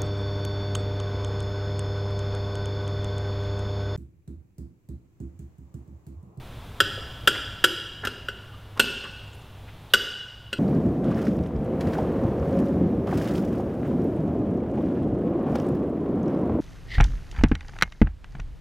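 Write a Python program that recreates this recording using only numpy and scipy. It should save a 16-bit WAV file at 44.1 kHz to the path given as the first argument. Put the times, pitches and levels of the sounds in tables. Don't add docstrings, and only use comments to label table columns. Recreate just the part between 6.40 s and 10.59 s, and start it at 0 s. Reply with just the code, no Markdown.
import sys
import numpy as np
from scipy import signal
from scipy.fft import rfft, irfft
from scipy.io import wavfile
from scipy.ndimage import uniform_filter1d

SR = 44100
rng = np.random.default_rng(int(sys.argv[2]) if len(sys.argv) > 2 else 0)


def dump_mix(stems):
    frames = np.atleast_2d(stems).T
    limited = np.clip(frames, -1, 1)
    pcm = np.round(limited * 32767).astype(np.int16)
    wavfile.write(sys.argv[1], SR, pcm)


N = 184635

# frequency in Hz, relative level in dB.
AIR_SPECTRUM = [(20, -6.5), (60, -7), (125, -3.5), (177, -13), (340, -18.5), (920, -21.5), (1400, -25),
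                (1900, -29.5), (2800, -29.5), (3500, -27), (4500, -37), (7000, -44), (16000, -46)]
# pitch in Hz, spread to either side in Hz, level in dB.
AIR_DRONES = [(60.1, 3.7, -48), (101.2, 5.2, -44.5)]
# start in seconds, level in dB, contact place from 0 to 2,
# then clatter and free ring in dB relative to the knock. A looser grip gives more ring.
KNOCKS = [ (0.4023, -13, 0, -12.5, -7), (.8738, -9.5, 0, -10.5, -10), (1.2403, -6.5, 0, -9.5, -7.5),
          (1.6496, -25, 1.5, 6, -9), (1.6705, -20.5, .5, -12.5, -8), (1.8846, -21.5, 1.8, -23, -6),
          (2.3735, -37.5, 1.6, 3, -10), (2.395, -8, 1, -6.5, -3.5), (2.638, -34, 1.2, -24, -4),
          (3.5355, -3, 2, -9, -1), (4.1282, -18.5, 1.4, -13, -13), ]
# pitch in Hz, seconds to fade by 60 dB,
# then three relative levels in dB, for a hit at place 0, 1 and 2.
WALL_MODES = [ (221.7, 0.075, -37, -23, -28), (354.4, 0.042, -14.5, -15, -16.5),
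              (402, 0.038, -11.5, -7.5, -11), (533, 0.028, -10, -7.5, -8.5), (1371, 0.038, -4, -11, -8),
              (1415, 0.037, -13, -2.5, -4), (1491.4, 0.053, -9, -10, -6), (1665, 0.03, -7.5, -11.5, -11.5),
              (1800, 0.017, -7, -13, -7.5), (2045, 0.057, -41, -22.5, -24.5), (2625, 0.05, -34, -8, -27.5),
              (2799, 0.035, -13.5, -2.5, -14), (2894, 0.033, -12, -8.5, -9.5),
              (2983, 0.032, -12, -11, -9.5), (3180, 0.05, -15, -28, -35), (3254, 0.065, -13.5, -14, -24.5),
              (3399, 0.034, -10.5, -29, -12.5), (3898, 0.024, -18.5, -13, -27),
              (4220, 0.095, -44, -21, -49), (4675, 0.07318, -46, -29, -24.5),
              (4829.3, 0.046, -21, -18, -38.5), (4942, 0.047, -21, -46, -26),
              (5590, 0.061, -30, -26, -25.5), (6710, 0.029, -57, -18, -47), (7446, 0.063, -26, -33.5, -30),
              (7560, 0.043, -25, -21, -41), (8310, 0.079, -35, -22.5, -32), (9470, 0.049, -28, -24, -46),
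              (12320, 0.0295, -26, -33, -21.5), (13250, 0.015, -33, -41.5, -31), ]
# frequency in Hz, relative level in dB.
CLATTER_SPECTRUM = [(60, -19), (170, -6.5), (350, -3), (750, -9.5), (1100, -2), (2300, -4), (3700, 2.5),
                    (4400, -9), (5200, -4.5), (7000, -9.5), (11000, -10), (13500, -8), (15600, -19)]
# pitch in Hz, seconds to fade by 60 dB, relative level in dB.
FREE_MODES = [(1587, 1.16, -26.5), (2914.8, 1.7, -31), (2860, 1.3, -24), (3370, 1.3, -36),
              (4830, 0.753, -54), (4990, 1.466, -50.5), (5400, 1.017, -55), (7400, 1.2, -44)]
# delay in seconds, relative level in dB.
CLOSE_ECHOES = [(.0046, -27), (.0093, -27.5), (0.0139, -32), (0.018, -22.5)]
# frequency in Hz, seconds to fade by 60 dB.
HALL_FADE = [(120, 0.4), (450, 0.85), (1400, 1.14), (3000, 1.22), (5000, 1.09), (8000, 0.93), (14000, 0.45)]
# frequency in Hz, energy in dB relative to the direct sound.
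HALL_STRENGTH = [(120, 6.5), (450, -5), (1400, -10.5), (2000, -8), (2850, -3.5), (3500, -6), (5000, -4),
                 (8000, -11), (14000, -12)]
# time of the middle in seconds, level in dB, center pitch in Hz, width in octaves.
RUBS = [ (.585, -39.5, 434, 0.36), (.957, -33, 1290, 1), (1.648, -25.5, 1630, 0.18), (1.648, -28.5, 623, 1),
        (2.146, -45, 1200, .1), (2.378, -36.5, 1090, 0.53), (2.654, -33, 1310, .33),
        (3.29, -45.5, 1890, 0.59), (3.511, -51, 3300, 0.27), ]

FIRM_DB, FIRM_TILT_DB_PER_OCTAVE, FIRM_CONTACT_S = -9, -0.53, 0.0019
TILT_PER_DB, CONTACT_DOUBLING_DB = 0.11, 11.5
REGRIP_AT_S, REGRIP_SPREAD_S = 2.92, 0.05
SLIP_DB, SLIP_SPREAD_DB, SLIP_RISE_S = -59.5, 2, 0.016
SLIP_HZ, SLIP_RANGE_OCTAVES, SLIP_WIDTH_OCTAVES = 8350, 0.36, 0.12


def gain_of(db):
    return 10 ** (np.asarray(db) / 20)


def evened(x, size=None):
    return x / np.sqrt(np.mean(x[:size] ** 2) + 1e-20)


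def read(points, hz):
    f, value = np.transpose(points)
    return np.interp(np.log(hz + 1), np.log(f + 1), value)


def add(mix, start_s, sound):
    part = mix[max(round(start_s * SR), 0):][:len(sound)]
    part += sound[:len(part)]


def noise(size, shape):
    spectrum = rfft(rng.standard_normal(size)) * shape(np.fft.rfftfreq(size, 1 / SR))
    return evened(irfft(spectrum, size))


def ring(t, hz, fade_s, db):
    hz, fade_s, db = (np.reshape(column, (-1, 1)) for column in (hz, fade_s, db))
    phase = rng.random(hz.shape)
    loudness = gain_of(db) * np.exp(-np.log(1000) * t / fade_s)
    return (loudness * np.sin(2 * np.pi * (hz * t + phase))).sum(0)


def ventilation(rush_db=-41.5):
    rush = gain_of(rush_db) * noise(N, lambda f: gain_of(read(AIR_SPECTRUM, f)))
    drones = sum(gain_of(db) * noise(N, lambda f: 1 / (1 + ((f - hz) / width) ** 2))
                 for hz, width, db in AIR_DRONES)
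    return rush + drones


def hiss(level_db=-64.5, corner_hz=3200):
    return gain_of(level_db) * noise(N, lambda f: f ** 3 / (f ** 3 + corner_hz ** 3))


def knock(level_db, place, clatter_db, ring_db, pivot_hz=2000, grip_detune=0.0038):
    t = np.arange(SR) / SR
    early = t[:SR // 8]
    attack = 660
    tilt = FIRM_TILT_DB_PER_OCTAVE + TILT_PER_DB * (level_db - FIRM_DB)
    contact_s = FIRM_CONTACT_S * 2 ** ((level_db - FIRM_DB) / CONTACT_DOUBLING_DB)
    hz, fade_s, *place_db = np.transpose(WALL_MODES)
    hz = hz * (1 + grip_detune * rng.standard_normal(len(hz)))
    blend = np.maximum(1 - abs(place - np.arange(len(place_db))), 0)
    mode_db = 20 * np.log10(blend @ gain_of(place_db)) + tilt * np.log2(hz / pivot_hz)
    walls = sum(ring(early, f, fade, db) * -np.expm1(-early * f / 3.0)
                for f, fade, db in zip(hz, fade_s, mode_db))
    press = -np.expm1(-early / contact_s)
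    clank = evened(walls * press, attack)
    clank += gain_of(clatter_db) * evened(clatter(early, tilt, pivot_hz) * press, attack)
    sound = gain_of(ring_db) * ring(t, *np.transpose(FREE_MODES)) * (1 - t ** 2)
    add(sound, 0, evened(clank, attack))
    return gain_of(level_db) * sound


def clatter(t, tilt, pivot_hz, fade_s=0.06, spread_db=2.0, count=240):
    top_hz = CLATTER_SPECTRUM[-1][0]
    hz = (np.arange(count) + 1 + rng.random(count)) * top_hz / count
    db = read(CLATTER_SPECTRUM, hz) + tilt * np.log2(hz / pivot_hz)
    db += spread_db * rng.standard_normal(count)
    return ring(t, hz, fade_s / (1 + 0.48 * hz / top_hz), db)


def nearby(x):
    out = x.copy()
    for delay_s, db in CLOSE_ECHOES:
        add(out, delay_s, gain_of(db) * x)
    return out


def hall(x, build_s=0.0068):
    hz, t, bands = signal.stft(rng.standard_normal(2 * SR), SR, nperseg=256)
    rate = np.log(1000) / read(HALL_FADE, hz)[:, None]
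    strength = gain_of(read(HALL_STRENGTH, hz))[:, None] * np.sqrt(2 * rate / SR)
    bands = bands * strength * np.exp(-rate * t) * -np.expm1(-t / build_s)
    tail = signal.istft(bands, SR, nperseg=256)[1]
    return signal.fftconvolve(x, tail)[:N]


def rub(rise_s, hz, octaves):
    size = int(2 * rise_s * SR)
    band = noise(size, lambda f: np.exp(-0.5 * (np.log2((f + 1) / hz) / octaves) ** 2))
    grain_db = 1.424 * evened(uniform_filter1d(rng.standard_normal(size), size=90))
    return evened(band * gain_of(grain_db)) * np.hanning(size) ** 2


def sliding(rise_s=0.03):
    out = np.zeros(N)
    for middle_s, db, hz, octaves in RUBS:
        add(out, middle_s - rise_s, gain_of(db) * rub(rise_s, hz, octaves))
    return out


def regrip(count=9):
    out = np.zeros(N)
    for when, strength, pitch in rng.uniform(-1, 1, (count, 3)):
        slip = rub(SLIP_RISE_S, SLIP_HZ * 2 ** (SLIP_RANGE_OCTAVES * pitch), SLIP_WIDTH_OCTAVES)
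        start_s = REGRIP_AT_S + REGRIP_SPREAD_S * np.arctanh(when)
        add(out, start_s, gain_of(SLIP_DB + SLIP_SPREAD_DB * strength) * slip)
    return out


def scene(hall_send_db=-0.75):
    friction = sliding() + regrip()
    direct, far = friction.copy(), hall(friction)
    for start_s, level_db, place, clatter_db, ring_db in KNOCKS:
        clank = knock(level_db, place, clatter_db, ring_db)
        add(direct, start_s, clank)
        add(far, start_s, gain_of(hall_send_db) * hall(clank))
    return nearby(direct) + far + ventilation() + np.array([hiss(), hiss()])


def record(dry, limit_db=-9.0, recovery_db_per_s=0.76, top_hz=15800):
    power_db = 10 * np.log10(abs(uniform_filter1d((dry ** 2).mean(0), size=260)) + 1e-12)
    recovery_db = recovery_db_per_s * np.arange(N) / SR
    peak_db = np.maximum.accumulate(power_db + recovery_db) - recovery_db
    cut_db = uniform_filter1d(np.maximum(peak_db - limit_db, 0), size=60)
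    held = np.clip(dry / gain_of(cut_db), -1, 1)
    low_pass = signal.firwin(255, top_hz, window=("kaiser", 9), fs=SR)
    return signal.oaconvolve(held, low_pass[None], "same")


dry = scene()
out = record(dry)
dump_mix(out)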